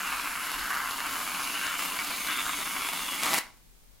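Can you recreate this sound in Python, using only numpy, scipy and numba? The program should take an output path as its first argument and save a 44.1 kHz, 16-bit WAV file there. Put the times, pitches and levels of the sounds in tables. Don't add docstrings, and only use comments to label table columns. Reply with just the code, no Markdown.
import sys
import numpy as np
from scipy import signal
from scipy.fft import rfft, irfft
from scipy.io import wavfile
from numba import njit

SR = 44100
rng = np.random.default_rng(int(sys.argv[2]) if len(sys.argv) > 2 else 0)


def persist_wave(psi):
    counts = np.round(np.clip(psi, -1, 1) * 32767).astype(np.int16)
    wavfile.write(sys.argv[1], SR, np.atleast_2d(counts).T)


N = 176400
TIME = np.arange(N) / SR
SIDE = np.array([[1], [-1]])


def undb(db):
    return 10 ** (np.asarray(db) / 20)


def unit(x):
    return x / np.sqrt(np.mean(x ** 2))


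def curve(rows, axis=1):
    rows = np.array(rows)
    return np.interp(TIME, rows[:, 0], rows[:, axis])


def across(rows, size, axis=1):
    rows = np.array(rows)
    hz = np.arange(size // 2 + 1) * SR / size
    return np.interp(np.log(hz + 1), np.log(rows[:, 0]), rows[:, axis])


def colour(x, rows, size=8192):
    cepstrum = irfft(np.log(undb(across(rows, size))))
    cepstrum[1:size // 2] *= 2
    cepstrum[size // 2 + 1:] = 0
    response = irfft(np.exp(rfft(cepstrum)))
    return signal.oaconvolve(x, response / np.linalg.norm(response))[:N]


@njit
def bandpass(x, hz, width_hz):
    y = np.empty(len(x))
    band_state, low_state = 0., 0.
    for i in range(len(x)):
        g = np.tan(np.pi * hz[i] / SR)
        damping = width_hz / hz[i]
        band = (band_state + g * (x[i] - low_state)) / (1 + g * (g + damping))
        band_state = 2 * band - band_state
        low_state += 2 * g * band
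        y[i] = damping * band
    return y


def ring(x, hz, width_hz):
    return unit(bandpass(x + 1e-18, hz * np.ones(N), float(width_hz)))


def noise():
    return rng.standard_normal(N)


def wander(points):
    return unit(signal.resample(rng.standard_normal(points), N))


def pops(per_s, spread_db, evenness=2.5, count=40000):
    gaps = np.maximum(1 + (rng.exponential(1, count) - 1) / np.sqrt(evenness), 0)
    at = np.cumsum(gaps * SR / per_s).astype(int)
    sizes = undb(spread_db * np.minimum(rng.standard_normal(count), 2)) * rng.choice([-1, 1], count)
    return unit(np.bincount(at[at < N], sizes[at < N], N))


def impulses(rows):
    at, db = np.array(rows).T
    return np.bincount((at * SR).astype(int), undb(db), N)


def ambience(rows, side_db):
    return colour(noise(), rows) + undb(side_db) * colour(noise(), rows) * SIDE


# frequency in Hz, relative level in dB.
ROOM_TONE = [(70, -7), (110, -2.5), (200, -3), (290, -9.5), (400, -10.5), (1400, -16), (3500, -16),
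             (15000, -18)]

def room_tone():
    return undb(-62.5) * ambience(ROOM_TONE, side_db=-0.5)


# frequency in Hz, relative level in dB.
RUMBLE = [(10, -7.5), (25, -0.5), (36, -3.5), (44, 1.5), (54, -5), (70, -27), (110, -19.5), (250, -63)]
# time in seconds, gain in dB.
RUMBLE_SWELL = [(0.52, 1), (0.57, 10), (0.64, 9), (0.69, -1)]

def rumble(pan_db=4):
    return undb(-60.5) * ambience(RUMBLE, side_db=-1) * undb(curve(RUMBLE_SWELL) + pan_db / 2 * SIDE)


# band centre in Hz, reverberation time in seconds,
# gain in dB, side relative to mid in dB.
REVERB_BANDS = [(202, 0.93, -15, -17), (600, 0.39, -6.5, -3.5), (1410, 0.38, -4, -14),
                (2780, 0.33, -2.5, -8), (5900, 0.4, -12, -4), (12100, 0.24, -8, 0.5)]

def reflections(size, first_echo_s=0.0043, early_db=9, early_t60_s=0.06):
    t = np.arange(size) / SR
    centres = np.array(REVERB_BANDS)[:, 0]
    diffuse = rfft(rng.standard_normal((2, size)))
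    early = undb(early_db - 60 * t / early_t60_s)
    tail = 0
    for share, (_, t60, wet_db, side_db) in zip(np.eye(len(centres)), REVERB_BANDS):
        fade = (undb(-60 * t / t60) + early) * (t > first_echo_s)
        band = irfft(diffuse * across(np.c_[centres, share], size))
        mid, side = band * fade / np.linalg.norm(fade)
        tail = tail + undb(wet_db) * (mid + undb(side_db) * side * SIDE)
    return rfft(tail)


# frequency in Hz, left minus right in dB.
BALANCE = [(200, .8), (1200, 1), (2200, 0), (5000, -0.2), (7500, -1), (9500, 0.2), (11500, 3.5),
           (13000, -1.5), (15500, -1)]
# frequency in Hz, lead of the left ear in radians.
PHASE_LEAD = [(200, -0.22), (5500, 0.14), (8500, -1.4), (11000, 0.34), (15500, -1.2)]

def kitchen(x, size=32768, patterns=4, margin=64):
    balance = undb(across(BALANCE, size) / 2)
    lead = np.exp(1j * across(PHASE_LEAD, size) / 2)
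    shares = np.array([wander(points=160) for _ in range(patterns)])
    shares /= np.linalg.norm(shares, axis=0)
    paths = [(x, np.array([lead, 1 / lead]))] + [(x * share, reflections(size)) for share in shares]
    out = 0
    for sound, path in paths:
        response = np.roll(irfft(path * np.array([balance, 1 / balance])), margin, axis=1)
        out = out + signal.fftconvolve(sound[None], response, axes=1)[:, margin:margin + N]
    return out


# time in seconds, level in dB, centre in Hz.
TOP_HISS = [(0.0, -50.5, 11150), (0.3, -46, 10900), (0.55, -48.5, 10900), (0.8, -48, 11080),
            (1.05, -49.5, 10700), (1.35, -45.5, 10750), (1.55, -44.5, 10900), (1.7, -48, 10750),
            (1.83, -49, 11000), (2.05, -47.5, 11000), (2.3, -47.5, 10600), (2.72, -45, 10870),
            (3.0, -46.5, 10700), (3.2, -47, 10900)]
LOW_WHISTLE = [(0.0, -50, 6500), (0.17, -54.5, 6600), (0.4, -57, 6550), (0.65, -52, 6680), (0.9, -54, 6600),
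               (1.2, -55, 6600), (1.45, -48.5, 6530), (1.75, -50.5, 6570), (1.98, -51, 6600),
               (2.1, -53, 6700), (2.21, -44, 6400), (2.33, -54, 6470), (2.6, -48, 6430), (2.78, -53, 6600),
               (2.87, -58, 6550), (3.03, -47, 6430), (3.2, -52, 6530)]
HIGH_WHISTLE = [(0.1, -53, 8600), (0.4, -56, 8500), (1.0, -58, 8850), (1.2, -58, 9000), (1.45, -61, 8900),
                (1.6, -52, 9000), (1.83, -52, 8800), (2.08, -55, 8950), (2.22, -46.5, 9080),
                (2.38, -49, 8850), (2.5, -45, 8740), (2.65, -50, 8900), (2.8, -52, 8950), (2.95, -50, 8800),
                (3.05, -47.5, 8600)]

def nozzle():
    centre = curve(TOP_HISS, axis=2) * (1 + 0.006 * wander(points=24))
    hiss = ring(noise(), centre, width_hz=1600)
    out = ring(hiss, centre, width_hz=1600) * undb(curve(TOP_HISS) - 0.44)
    for track, width_hz in ((LOW_WHISTLE, 180), (HIGH_WHISTLE, 280)):
        out = out + ring(noise(), curve(track, axis=2), width_hz) * undb(curve(track))
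    return out


# time in seconds, level in dB.
FLOW = [(0.0, -38.5), (0.44, -39.5), (0.46, -38), (1.06, -39.5), (1.07, -37), (1.71, -38.5), (1.77, -39.5),
        (1.79, -34), (1.9, -37.5), (2.29, -37), (3.17, -37.5), (3.2, -38)]
# frequency in Hz, relative level in dB.
FIZZ = [(1500, -14.5), (3000, 4.5), (4000, 0.5), (4700, 2), (5600, -1), (6100, -2.5), (7100, 0.5),
        (8000, 0.5), (9700, -1), (12000, -1), (14000, -0.5), (15800, -5)]
# mean resonance in Hz, mean level against the fizz in dB.
FOAM = [(4100, -17), (4700, -20), (5400, -20), (7250, -19), (12200, -20)]

def fizz(bursts):
    hiss = undb(-4) * noise()
    crackle = undb(-7) * pops(per_s=1500, spread_db=7)
    snaps = undb(-11.5) * bursts
    out = colour(hiss + crackle + snaps, FIZZ)
    for hz, db in FOAM:
        cavity = ring(noise(), hz * (1 + 0.017 * wander(points=14)), width_hz=520)
        out = out + cavity * undb(db + 5 * wander(points=22))
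    return out * undb(curve(FLOW))


# frequency in Hz, relative level in dB.
JET_WIDTH = [(1500, -20), (3500, -23), (5500, 5), (8000, -3), (11000, 8), (13500, 7), (15800, -3)]

def jet_width():
    return colour(noise(), JET_WIDTH) * undb(curve(FLOW) - 9.5) * SIDE


# start in seconds, strength in dB, pitch in Hz.
BUBBLES = [(0.172, -12, 1410), (0.247, -18, 1500), (0.686, -19, 1540), (0.699, -18, 1480),
           (0.742, -14, 1370), (0.757, -14, 1430), (0.771, -7, 1320), (0.91, -5.5, 1180), (1.004, -7, 1820),
           (1.043, -14, 1420), (1.092, -8, 1480), (1.133, -14.5, 1380), (1.193, -11.5, 1200),
           (1.401, -11, 1190), (1.668, -3.5, 1600), (1.989, -5, 2330), (2, -21, 1590), (2.014, -18, 1870),
           (2.093, -12, 3570), (2.272, -5.5, 2800), (2.309, -3.5, 2220), (2.329, -8, 2600),
           (2.455, -8, 1380), (2.465, -7, 1490), (2.82, -7.5, 1260), (3.248, -5, 1080), (3.261, -10, 1300),
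           (3.265, -4, 1220), (3.293, -7, 1180), (3.332, -4, 1150), (3.38, -9.5, 1340), (3.468, -26, 1610)]
# frequency in Hz, relative level in dB.
BUBBLE_SNAP = [(150, -28), (500, 2), (1100, -5.5), (2200, -8), (3500, 26), (7000, 17), (15000, -83)]

def bubbles(decay_cycles=2.7):
    out = 0.35 * colour(impulses([row[:2] for row in BUBBLES]), BUBBLE_SNAP)
    for start, db, hz in BUBBLES:
        cycles = np.maximum(TIME - start, 0) * hz
        decay = np.exp(-np.minimum(cycles / decay_cycles, 20))
        out = out + undb(db - 16.5) * np.sin(2 * np.pi * cycles) * decay
    return out


# time in seconds, level in dB.
GUSH = [(3.16, -54), (3.22, -34), (3.245, -32.5), (3.255, -33.5), (3.31, -30.5), (3.35, -33), (3.385, -28),
        (3.391, -53.5), (3.415, -67)]
# start in seconds, strength in dB.
SPITS = [(0.517, -11), (1.066, -14.5), (1.18, -23), (1.475, -15), (1.826, -13), (2.047, -13.5),
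         (2.211, -27), (2.492, -14), (2.613, -14.5), (2.623, -15), (2.889, -12), (2.934, -10), (3.2335, -6),
         (3.2585, -6.5), (3.274, -13), (3.333, -6.5), (3.339, -2), (3.344, -2), (3.375, -12),
         (3.3815, -9.5), (3.3855, -7.5), (3.3875, -6.5), (3.409, -20), (3.468, -36), (3.492, -38),
         (3.572, -40)]
# frequency in Hz, relative level in dB.
GUSH_COLOUR = [(60, -30), (130, -14.5), (200, -0.5), (290, -2.5), (370, -3.5), (460, -10.5), (700, -2),
               (1000, -0.5), (1350, 0), (1780, -4.5), (2250, 3), (2550, -10), (3500, -4), (4400, -6.5),
               (5900, -8), (7200, -5), (9700, -8.5), (11000, -8), (14000, -14.5), (15800, -16)]
SPIT_TICK = [(3000, -41), (6500, -5), (9000, 8), (13000, 0), (15800, -2)]

def gush_and_spits(spit_decay_s=0.0014):
    rush = unit(pops(per_s=750, spread_db=3) + undb(-2) * noise())
    at, db = np.array(GUSH).T
    envelope = undb(np.interp(TIME, at, db, left=-np.inf, right=-np.inf))
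    spray = 0.25 * noise() * np.exp(-TIME / spit_decay_s)
    spray[0] = -1
    releases = undb(-2.5) * impulses(SPITS)
    spits = signal.fftconvolve(releases, spray)[:N]
    ticks = colour(-releases, SPIT_TICK)
    return colour(rush * envelope + spits, GUSH_COLOUR) + ticks


# frequency in Hz, relative level in dB.
THUMP = [(60, -29.5), (120, -18), (180, 0), (235, -2.5), (285, 6), (330, -4.5), (385, -4), (460, -8.5),
         (700, -2.5), (1200, -36)]

def thumps(bursts):
    return colour(bursts + 1.23 * noise(), THUMP) * undb(curve(FLOW) - 16.5)


# time in seconds, level in dB, centre in Hz.
LOW_RING = [(0.0, -43, 2360), (0.22, -38.5, 2310), (0.5, -42, 2190), (0.74, -40.5, 2170),
            (0.95, -45.5, 2150), (1.05, -42.5, 2300), (1.4, -41, 2360), (1.84, -39.5, 2260),
            (1.9, -48.5, 2280), (2.0, -35.5, 2310), (2.06, -46, 2280), (2.2, -37, 2250), (2.3, -37.5, 2210),
            (2.55, -40, 2300), (2.7, -41, 2240), (2.9, -35.5, 2280), (2.95, -43, 2230), (3.13, -43, 2200),
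            (3.2, -36.5, 2140)]
MID_RING = [(0.0, -39, 2800), (0.22, -40.5, 2580), (0.34, -43, 2800), (0.42, -38.5, 2770),
            (0.6, -38.5, 2790), (0.77, -47, 2830), (0.92, -39, 2840), (1.2, -45, 2900), (1.45, -40.5, 2780),
            (1.62, -33, 2940), (1.92, -39, 2800), (2.17, -44, 2870), (2.3, -35, 2820), (2.56, -46.5, 2900),
            (2.9, -40, 2830), (3.2, -41, 2840)]
HIGH_RING = [(0.0, -55, 3700), (0.9, -60, 3840), (1.4, -59, 3680), (1.65, -49, 3570), (1.82, -51, 3620),
             (2.1, -56, 3600), (2.26, -46, 3640), (2.32, -40.5, 3580), (2.45, -42, 3640), (2.6, -43, 3710),
             (2.75, -53, 3460), (2.9, -43.5, 3520), (3.05, -44, 3560), (3.2, -50, 3385)]
# bandwidth in Hz, added gain in dB.
RING_SHAPES = [(380, -2.5), (278, -7), (226, 1.55)]
# frequency in Hz, relative level in dB.
RING_DRIVE = [(900, -28), (1750, -10.5), (2000, 2.5), (3000, 5.5), (3700, -7.5), (4300, -9.5), (7000, -27)]

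def nozzle_rings(bursts, drift=0.0095):
    out = 0
    for (width_hz, db), track in zip(RING_SHAPES, (LOW_RING, MID_RING, HIGH_RING)):
        drive = colour(bursts * (1 + 0.19 * noise()), RING_DRIVE)
        centre = curve(track, axis=2) * (1 + drift * wander(points=60))
        out = out + ring(drive, centre, width_hz) * undb(curve(track) + db)
    return out


# time in seconds, relative level in dB, resonance in Hz.
GURGLE = [(0.0, -33, 1400), (0.02, -37, 1430), (0.21, -35.5, 1270), (0.46, -36.5, 1490), (0.56, -36, 1290),
          (0.62, -33, 1520), (0.69, -31.5, 1580), (0.77, -32.5, 1420), (0.86, -34.5, 1290),
          (0.96, -39.5, 1080), (1.08, -35.5, 1360), (1.25, -39, 1200), (1.39, -36.5, 1180),
          (1.48, -40.5, 1090), (1.55, -38.5, 1500), (1.71, -34, 1500), (1.77, -40, 1350), (1.79, -37, 1270),
          (1.91, -41, 1120), (2.0, -36, 1320), (2.07, -42, 1280), (2.22, -40.5, 1260), (2.31, -35.5, 1400),
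          (2.38, -38, 1400), (2.47, -31.5, 1260), (2.54, -40.5, 1220), (2.7, -39.5, 1210),
          (2.81, -38, 1220), (2.93, -38, 1080), (3.07, -42, 1180), (3.2, -42.5, 1180)]
# frequency in Hz, relative level in dB.
HOLLOW = [(450, -24.5), (620, -9.5), (830, -3.5), (1030, 2), (1200, 0.5), (1620, -0.5), (1850, -6),
          (2300, -21), (4000, -27)]

def gurgle(bursts):
    hollow = ring(colour(bursts, HOLLOW), curve(GURGLE, axis=2), width_hz=695)
    return hollow * undb(curve(GURGLE) - 1.5)


def scene(shut_s=3.39, closing_s=0.021, flutter_db=0.8):
    valve = np.clip((shut_s - TIME) / closing_s, 0, 1)
    bursts = pops(per_s=470, spread_db=4.5)
    cream = gurgle(bursts) + nozzle_rings(bursts) + thumps(bursts)
    gas = (fizz(bursts) + nozzle()) * undb(flutter_db * wander(points=300))
    spray = valve * (cream + gas) + gush_and_spits() + bubbles()
    return rumble() + kitchen(spray) + valve * jet_width() + room_tone()


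def record(dry, cutoff_hz=15800):
    return signal.sosfilt(signal.ellip(10, .1, 80, cutoff_hz, fs=SR, output="sos"), dry)


dry = scene()
out = record(dry)
persist_wave(out)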